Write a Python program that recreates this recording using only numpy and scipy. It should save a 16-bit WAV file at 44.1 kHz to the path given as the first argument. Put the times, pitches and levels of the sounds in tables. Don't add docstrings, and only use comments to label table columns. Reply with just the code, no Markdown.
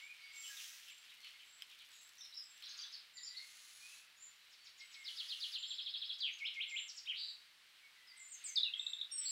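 import sys
import numpy as np
from scipy import signal
from scipy.fft import rfft, irfft, next_fast_len
from scipy.io import wavfile

SR = 44100
rng = np.random.default_rng(int(sys.argv[2]) if len(sys.argv) > 2 else 0)


def store_pcm(level_fs):
    pcm = np.round(np.clip(level_fs, -1, 1) * 32767).astype(np.int16)
    wavfile.write(sys.argv[1], SR, np.atleast_2d(pcm).T)


N = 410564
T = np.arange(N) / SR

# (frequency [Hz], relative level [dB])
AIR_COLOUR = [(15, -38), (25, -19), (495, -18), (919, -12.5), (1110, -9), (1530, -4.5), (2170, -2),
              (2490, -3), (3530, -4), (3930, -2.5), (5580, -11), (6920, -17), (7500, -14.5), (8580, -16),
              (15500, -22.5)]
# (time [s], level [dB])
WASH_LEVELS = [(0, -64), (.8, -65), (1.5, -67.5), (2.2, -71.5), (2.8, -61.5), (3.1, -70), (4, -74),
               (5, -67.5), (6.5, -72), (7.6, -73.5), (8.3, -71), (8.5, -64), (9.0, -72), (9.3, -63)]
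# (frequency [Hz], relative level [dB])
WASH_COLOUR = [(300, -48), (900, -18.5), (1600, -6.5), (3000, 3.5), (4500, -3), (6500, -14), (15000, -24)]

# (time [s], length [s], from [Hz], to [Hz], level [dB])
FLUTING_SLIDES = [(0, 0.13, 2150, 2492, -54.5), (.18, 0.243, 2204, 2230, -59.5),
                  (.49, 0.05, 1693, 1595, -62), (3.16, .056, 1970, 1933, -61.5),
                  (3.29, 0.17, 1943, 2180, -60.5), (3.80, .15, 2380, 2650, -60.5),
                  (4.78, 0.064, 2080, 2195, -60), (4.94, 0.12, 2240, 2094, -58),
                  (7.83, .037, 2190, 2257, -62), (7.95, .096, 2060, 1965, -65.5),
                  (8.1, .13, 2044, 2090, -61.5), (8.74, .028, 2125, 2040, -61),
                  (8.43, .12, 2450, 2030, -62.5), (8.75, 0.15, 2614, 2680, -59.5)]
# (time [s], length [s], pitch [Hz], level [dB])
FAR_WHISTLES = [(.21, 0.097, 4670, -64.5), (1.17, .05, 2090, -67), (1.2, 0.081, 4330, -61),
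                (1.33, 0.041, 2160, -65.5), (1.93, 0.083, 3860, -64.5), (4.36, 0.089, 4010, -69),
                (4.53, 0.15, 4520, -66)]
# (time [s], level [dB])
CHURR_CALLS = [(.425, -52.5), (.56, -53), (.865, -55), (1.08, -59.5), (1.225, -55.5), (1.381, -60),
               (1.69, -59.5), (1.775, -57.5)]
# (time [s], length [s], lowest [Hz], highest [Hz], level [dB])
SCRATCHY_BURSTS = [(2.63, 0.32, 3800, 5416, -58), (2.66, .22, 1460, 1619, -70.5),
                   (3.23, .15, 3900, 4910, -60), (9.2, .11, 3010, 4580, -58)]
# (time [s], lowest pitch [Hz], level [dB])
THIN_CALLS = [(-.1, 7370, -69), (.31, 7420, -54), (.84, 7500, -66), (1.43, 7520, -66), (1.889, 7590, -63.5),
              (2.40, 7570, -65), (3.125, 7180, -55.5), (5.555, 7280, -58), (6.66, 7250, -55),
              (7.14, 7550, -70.5)]
# (time [s], length [s], from [Hz], to [Hz], level [dB])
THIN_SLIDES = [(1.92, 0.088, 7070, 6400, -63), (4.16, 0.06, 6700, 7200, -61),
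               (4.21, 0.072, 7280, 6900, -54), (4.76, 0.35, 8030, 7520, -69.5),
               (6.83, .15, 7400, 7660, -68)]
# (time [s], length [s], from [Hz], to [Hz], level [dB])
HEDGE_SLIDES = [(2.175, 0.072, 6180, 5290, -51), (2.205, .057, 3630, 4250, -56),
                (2.325, 0.024, 3700, 5230, -51.5), (2.345, 0.062, 5440, 4920, -44.5),
                (2.79, 0.0277, 4900, 5880, -42), (2.925, 0.035, 5290, 3960, -46.5),
                (3.232, 0.031, 4920, 5730, -48), (3.262, 0.026, 5000, 4400, -48),
                (3.343, .035, 3646, 4500, -45), (6.305, .04, 6300, 6200, -59),
                (6.42, 0.059, 5650, 5150, -59.5), (8.984, .026, 3584, 4053, -44.5),
                (9.246, .031, 3870, 4640, -42)]
# (time [s], starting pitch [Hz], level [dB])
HEDGE_CHIRPS = [(2.625, 4420, -49.5), (2.655, 4580, -50), (2.683, 6470, -50.5), (2.700, 4750, -48),
                (2.768, 6700, -53), (2.822, 4770, -47), (2.912, 6920, -52.5), (3.170, 4900, -48.5)]

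# (time [s], level [dB])
PLANT_SNAPS = [(.643, -37.5), (.884, -40), (1.6218, -32), (2.624, -41)]
# (pitch [Hz], time to fade by 60 dB [s], relative level [dB])
SNAP_TONES = [(2660, .012, -25), (3160, 0.011, 3.5), (5100, 0.016, -6.5), (8350, 0.0099, -13)]
# (time [s], level [dB])
FEET_LEVELS = [(0, -73), (.3, -77), (.8, -70.5), (1.25, -69), (1.5, -74), (1.95, -67.5), (2.7, -73.5),
               (3.05, -89), (4.4, -78), (9.3, -96.5)]
# (frequency [Hz], relative level [dB])
FEET_COLOUR = [(300, -40), (1400, -12.5), (3000, 4), (5500, 0.5), (9500, -6), (15500, -9)]
# (time [s], fade-in [s], hold [s], fade-out [s], starting muscle rate [Hz],
# level [dB], rustle compared with knocks [dB])
BEE_BUZZES = [(.33, .15, .16, .27, 348, -51.5, 0), (3.31, .14, 0.52, 0.1, 322, -58.5, -4.5),
              (5.039, .06, .44, .045, 343, -56.5, -3)]
# (frequency [Hz], relative level [dB])
FLOWER_COLOURS = [
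    [(300, -39), (800, -25), (1400, -6.5), (3000, 1.5), (4300, -2.5), (5800, 4), (7000, -1), (9000, -7),
     (11500, -8.5), (15500, -8.5)],
    [(300, -47), (800, -20), (1350, -6.5), (3000, -1.5), (4200, 4), (4900, -2), (6700, 1), (8700, -7),
     (10200, -0.5), (12500, -14.5), (15500, -15)],
    [(300, -36), (800, -26), (1250, -10), (3000, 2.5), (4200, 5.5), (6700, -1.5), (7600, -7.5), (9000, -9),
     (10300, -3.5), (12300, -15.5), (15500, -15)],
]

# (time [s], length [s], starting pitch [Hz], level [dB])
NEAR_WHISTLES = [(8.160, 0.076, 8150, -59.5), (8.187, 0.1, 7360, -56.5), (8.279, 0.042, 8480, -55),
                 (8.762, 0.188, 7690, -56.5), (9.105, 0.11, 5630, -48.5)]
# (time [s], length [s], from [Hz], to [Hz], level [dB])
NEAR_SLIDES = [(8.067, 0.06, 5370, 4570, -59.5), (8.313, .042, 7970, 6220, -49),
               (8.438, 0.033, 8560, 7100, -42), (8.463, .044, 7320, 6120, -48.5),
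               (8.46, .02, 5160, 4850, -57), (8.556, 0.012, 5400, 4150, -33),
               (8.566, 0.024, 3935, 3452, -30.5), (8.631, 0.013, 4020, 3550, -27.5),
               (8.641, .055, 3070, 2602, -44.5), (9.107, .22, 8744, 7430, -42)]
# (time [s], starting pitch [Hz], level [dB])
NEAR_PIPS = [(8.604, 3530, -32), (8.736, 3000, -33.5), (8.794, 3380, -32.5), (8.864, 3440, -32.5),
             (8.932, 3370, -34.5), (9.012, 3390, -33.5)]

SYLLABLE_SHAPES = { "tick": [(0, 7900, -10.5, -3), (.016, 6700, -5.5, 350), (.021, 5690, -3, 350),
                   (.033, 5500, 0.5, 348), (.036, 4170, 7, 0), (.041, 2910, -7, 0), (.049, 1900, -6, 0)],
                   "zit": [(0, 8300, -14, 198), (.018, 6560, -7, 400), (.026, 5500, 1.5, 300),
                   (.034, 5340, -0.5, 300), (.039, 4600, -0.5, 0), (.044, 3200, -11, 0)],
                   "flick": [(0, 9500, -15, 0.0051), (.007, 5800, 3, 0), (.014, 3000, 3, 0)],
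                   "lisp": [(0, 5660, -8.5, 0), (.008, 5130, -2, 0), (.018, 4600, 3, 0)],
                   "chew": [(0, 3380, -12, -1), (.011, 3727, -3, 0), (.02, 4370, -1, 100),
                   (.025, 3615, -.5, -1), (.031, 3215, 1.5, 101), (.039, 2900, -5.5, 99),
                   (.048, 2760, -4.5, 100)], "chip": [(0, 4510, 3.5, 0), (.005, 3884, 0.5, 0),
                   (.011, 3490, 4, 0), (.017, 3255, -3, 0), (.021, 2700, -10.5, 0),
                   (.026, 2600, -40, 0.0093)], "lift": [(0, 3180, -5.5, 1), (.012, 4224, 1.5, 201),
                   (.019, 4800, -11, 250), (.031, 5440, -9, 100)], "slur": [(0, 5330, 1, 0),
                   (.012, 4150, -1.5, 102), (.035, 3387, 1.5, 98), (.055, 3202, -2, 290),
                   (.09, 2750, -5, 435), (.113, 2110, -23, 298)], "swoop": [(0, 3020, -17, 0),
                   (.02, 2246, -10, 0), (.041, 2186, -4, 0), (.054, 2416, -6.5, 0), (.068, 3173, 3.5, 0),
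                   (.078, 3834, -1.5, 0), (.082, 4400, -8, 0), (.089, 3127, 4, 0), (.104, 1800, -22, 0)],
                   "hiccup": [(0, 2940, -9, 0), (.008, 4040, 0, 0), (.014, 3900, -9, 0)],
                   "flourish": [(0, 1926, -4, 1), (.014, 3013, -2, 0), (.03, 3226, 3, -2),
                   (.045, 2837, 1.5, 150), (.063, 2584, -8.5, 550), (.085, 3097, -9, 590),
                   (.11, 4150, -3.5, 600), (.18, 4313, -3, 450), (.27, 4174, -11, 500)], }
# (syllable [name], time [s], repeats [count], spacing [s],
# level [dB], pitch [ratio], first one softer by [dB], first one higher by [fraction])
FINCH_SONG = [("tick", 4.5, 4, .1362, -53.5, .94, 7, 0), ("chew", 5.055, 5, .1188, -39, 1, 3.5, 0.0497),
              ("chip", 5.627, 7, .0778, -40.5, .96, 2.4, 0), ("slur", 6.201, 1, 0, -37.5, 0.97, 0, 0),
              ("swoop", 6.391, 3, .1545, -39, 0.95, 0, 0.045), ("zit", 6.862, 2, 0.087, -46.5, 0.99, 0, 0),
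              ("flourish", 7.065, 1, 0, -40.5, 1, 0, 0)]
FINCH_SECOND_VOICE = {"chew": ("lisp", -0.015, -6, .96), "chip": ("lift", .0158, -1.9, 1.01),
                      "slur": ("flick", -.018, -17, .94), "swoop": ("flick", -.01, -17.5, 0.98),
                      "flourish": ("hiccup", -0.0092, -7, .94)}


def undb(db):
    return 10 ** (np.asarray(db) / 20)


def unit(x):
    return x / np.sqrt(np.mean(x ** 2) + 1e-20)


def add(out, s, x):
    i = int(round(s * SR))
    lo, hi = max(i, 0), min(i + len(x), len(out))
    if hi > lo:
        out[lo:hi] += x[lo - i:hi - i]


def wander(t, rate):
    return np.interp(t * rate % 1023, np.arange(1024), rng.standard_normal(1024))


def colour(x, points):
    hz, db = np.transpose(points)
    size = next_fast_len(len(x))
    f = np.maximum(np.fft.rfftfreq(size, 1 / SR), 1)
    gain = undb(np.interp(np.log(f), np.log(hz), db))
    return unit(irfft(rfft(x, size) * gain, size)[:len(x)])


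def garden(x, dull_hz, leaves_db, leaves_s, walls_db, walls_s):
    t = np.arange(SR) / SR
    response = signal.lfilter(*signal.butter(2, dull_hz, fs=SR), signal.unit_impulse(SR))
    for db, fade_s in ((leaves_db, leaves_s), (walls_db, walls_s)):
        echoes = rng.standard_normal(SR) * (rng.random(SR) < .05)
        echoes *= np.clip((t - .002) / .0016, 0, 1) * np.exp(-np.log(1000) * t / fade_s)
        response += undb(db) * echoes / np.linalg.norm(echoes)
    total = np.sqrt(1 + undb(leaves_db) ** 2 + undb(walls_db) ** 2)
    return signal.oaconvolve(x, response / total)[:N]


def voice_box(t, hz, gain, waver, flutter_db, octave_db):
    hz = hz * (1 + waver * wander(t, 348.7))
    phase = 2 * np.pi * np.cumsum(hz) / SR
    flutter = unit(undb(flutter_db * wander(t, 120)))
    return np.sqrt(2) * gain * flutter * (np.sin(phase) + undb(octave_db) * np.sin(2 * phase))


def note(hz, db, taper, **voice):
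    gain = undb(db) * signal.windows.tukey(len(hz), taper)
    return voice_box(np.arange(len(hz)) / SR, hz, gain, **voice)


def slides(notes, bend, **voice):
    out = np.zeros(N)
    for start, length, from_hz, to_hz, db in notes:
        to_go = np.linspace(1, 0, int(length * SR)) ** bend
        add(out, start, note(to_hz + (from_hz - to_hz) * to_go, db, **voice))
    return out


def improvise(bursts, per_second, note_s, glide, spread_db):
    notes = []
    for start, length, low_hz, high_hz, db in bursts:
        count = max(1, round(length * per_second))
        for k, (late, pitch, slope, softness) in enumerate(rng.random((32, 4))[:count]):
            s = start + length * (k + late / 2) / count
            from_hz = low_hz + (high_hz - low_hz) * pitch
            to_hz = from_hz * (1 + glide * (2 * slope - 1))
            notes.append((s, note_s, from_hz, to_hz, db - spread_db * (2 * softness - 1)))
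    return notes


def background(air_db=-66.5):
    air = undb(air_db) * colour(rng.standard_normal(N), AIR_COLOUR)
    wash_db = np.interp(T, *np.transpose(WASH_LEVELS)) + 3 * wander(T, 18)
    return air + undb(wash_db) * colour(rng.standard_normal(N), WASH_COLOUR)


def far_birds():
    stray = [(s, length, hz, hz, db) for s, length, hz, db in FAR_WHISTLES]
    return slides(FLUTING_SLIDES + stray, bend=1.2, waver=.017, flutter_db=2, taper=.18, octave_db=-26.5)


def harsh_birds(churr_s=.05, from_hz=3400, to_hz=2638):
    churrs = [(s, churr_s, from_hz, to_hz, db) for s, db in CHURR_CALLS]
    scratches = improvise(SCRATCHY_BURSTS, per_second=28, note_s=.04, glide=.154, spread_db=1)
    return slides(churrs + scratches, bend=.99, waver=.16, flutter_db=2, taper=.22, octave_db=-28.5)


def thin_bird(call_s=.2, dip_hz=302):
    voice = dict(waver=.016, flutter_db=7, taper=.44, octave_db=-54)
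    out = slides(THIN_SLIDES, bend=1, **voice)
    u_shape = np.linspace(-1, 1, int(call_s * SR)) ** 2
    for s, hz, db in THIN_CALLS:
        add(out, s, note(hz + dip_hz * u_shape, db, **voice))
    return out


def hedge_bird(chirp_s=.02, fall_ratio=.73):
    chirps = [(s, chirp_s, hz, hz * fall_ratio, db) for s, hz, db in HEDGE_CHIRPS]
    return slides(HEDGE_SLIDES + chirps, bend=1.2, waver=.035, flutter_db=9.5, taper=.13, octave_db=-34)


def snaps(crack_s=.0052, crack_db=-12, lowest_hz=1700):
    out, t = np.zeros(N), np.arange(SR // 20) / SR
    fade = -np.log(1000) * t
    for s, db in PLANT_SNAPS:
        ring = sum(undb(tone_db) * np.sin(2 * np.pi * hz * t) * np.exp(fade / ring_s)
                   for hz, ring_s, tone_db in SNAP_TONES)
        crack = undb(crack_db) * rng.standard_normal(len(t)) * np.exp(fade / crack_s)
        add(out, s, undb(db) * (ring / 2 + crack))
    return signal.sosfilt(signal.butter(3, lowest_hz, "high", fs=SR, output="sos"), out)


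def rustle(touches, fade_s):
    strength = signal.lfilter([1], [1, -np.exp(-1 / (fade_s * SR))], touches)
    return strength * rng.standard_normal(len(touches))


def bee_feet(per_second=400, spread_db=3.3):
    sizes = undb(spread_db * np.minimum(rng.exponential(size=N), 2.8))
    touches = sizes * (rng.random(N) < per_second / SR)
    scratches = colour(rustle(touches, fade_s=.00089), FEET_COLOUR)
    return scratches * undb(np.interp(T, *np.transpose(FEET_LEVELS)))


def bumblebee(backstroke=.29, uneven_db=2, slowing=.13, swell_db=3.5, ends_db=-15):
    out = np.zeros(N)
    for (start, fade_in, hold, fade_out, start_hz, db, rustle_db), tone in zip(BEE_BUZZES, FLOWER_COLOURS):
        let_go = fade_in + hold
        end = let_go + fade_out
        t = np.arange(int(end * SR)) / SR
        level_db = db + np.interp(t, [0, fade_in, let_go, end], [ends_db, -swell_db, 0, ends_db])
        tired = np.interp(t, [0, let_go, end], [0, 1, 0])
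        rate = start_hz * (1 - slowing * tired) * (1 + .009 * wander(t, 70))
        cycle = np.cumsum(rate) / SR
        knocks = np.zeros(len(t))
        for offset, size in ((0, .89), (.48, backstroke)):
            lag = ((cycle + offset) % 1 - .5) * SR / rate
            knocks += size * np.sinc(lag) * np.exp(-(lag / 6) ** 2) * undb(uneven_db * wander(t, 600))
        rustling = rustle(np.abs(knocks), fade_s=.0017)
        for _ in range(14):
            knocks = signal.lfilter([.5, -.5, 1], [1, -.5, .5], knocks)
        buzz = colour(unit(knocks) + undb(rustle_db) * unit(rustling), tone)
        add(out, start, buzz * undb(level_db))
    return out


def near_bird(sag=.025, pip_s=.0078, rise_ratio=1.158, shrill_hz=7000):
    held = [(s, length, hz, hz * (1 - sag), db) for s, length, hz, db in NEAR_WHISTLES]
    pips = [(s, pip_s, hz, hz * rise_ratio, db) for s, hz, db in NEAR_PIPS]
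    high = [row for row in NEAR_SLIDES if row[2] > shrill_hz]
    low = [row for row in NEAR_SLIDES if row[2] <= shrill_hz]
    return (slides(held, bend=2.2, taper=.31, waver=.013, flutter_db=3.5, octave_db=-33)
            + slides(high, bend=1.5, taper=.26, waver=.011, flutter_db=3.5, octave_db=-24)
            + slides(low, bend=1.63, taper=.35, waver=.009, flutter_db=3, octave_db=-43)
            + slides(pips, bend=.94, taper=.59, waver=.009, flutter_db=2, octave_db=-40))


def syllable(name, db, ratio, warble_hz=165):
    s, hz, shape_db, depth = np.transpose(SYLLABLE_SHAPES[name])
    t = np.arange(int(s[-1] * SR)) / SR
    gain = undb(db + np.interp(t, s, shape_db)) * signal.windows.tukey(len(t), .1)
    warble_rate = warble_hz * (1 + .0825 * wander(t, 59.4))
    warble = np.sin(2 * np.pi * np.cumsum(warble_rate) / SR)
    pitch = ratio * np.interp(t, s, hz) + np.interp(t, s, depth) * warble
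    return voice_box(t, pitch, gain, waver=.01, flutter_db=.95, octave_db=-45)


def finch(settle_repeats=1.16):
    out = np.zeros(N)
    for name, start, repeats, spacing, db, ratio, softer_db, higher in FINCH_SONG:
        for k in range(repeats):
            s = start + k * spacing
            unsettled = np.exp(-k / settle_repeats)
            level_db = db - softer_db * unsettled
            pitch = ratio * (1 + higher * unsettled)
            add(out, s, syllable(name, level_db, pitch))
            if name in FINCH_SECOND_VOICE:
                other, delay, other_db, other_pitch = FINCH_SECOND_VOICE[name]
                add(out, s + delay, syllable(other, level_db + other_db, pitch * other_pitch))
    return out


def scene():
    song = garden(finch(), dull_hz=4480, leaves_db=-3.5, leaves_s=.11, walls_db=-3.5, walls_s=.43)
    near = garden(near_bird(), dull_hz=7650, leaves_db=-2.5, leaves_s=.25, walls_db=-14, walls_s=.46)
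    hedge = garden(hedge_bird(), dull_hz=3600, leaves_db=-2.5, leaves_s=.29, walls_db=-6, walls_s=.3)
    thin = garden(thin_bird(), dull_hz=6900, leaves_db=-1, leaves_s=.28, walls_db=-7.5, walls_s=.35)
    far = garden(far_birds(), dull_hz=3060, leaves_db=1.5, leaves_s=.17, walls_db=.5, walls_s=1)
    harsh = garden(harsh_birds(), dull_hz=3000, leaves_db=10, leaves_s=.077, walls_db=5.5, walls_s=.72)
    flowerbed = bumblebee() + snaps() + bee_feet()
    close = garden(flowerbed, dull_hz=19000, leaves_db=-9.5, leaves_s=.054, walls_db=-30.5, walls_s=.47)
    return (background() + far + harsh + thin + hedge + close + near + song)[None]


def record(dry, top_hz=15750):
    return signal.sosfilt(signal.ellip(10, .2, 70, top_hz, fs=SR, output="sos"), dry)


dry = scene()
out = record(dry)
store_pcm(out)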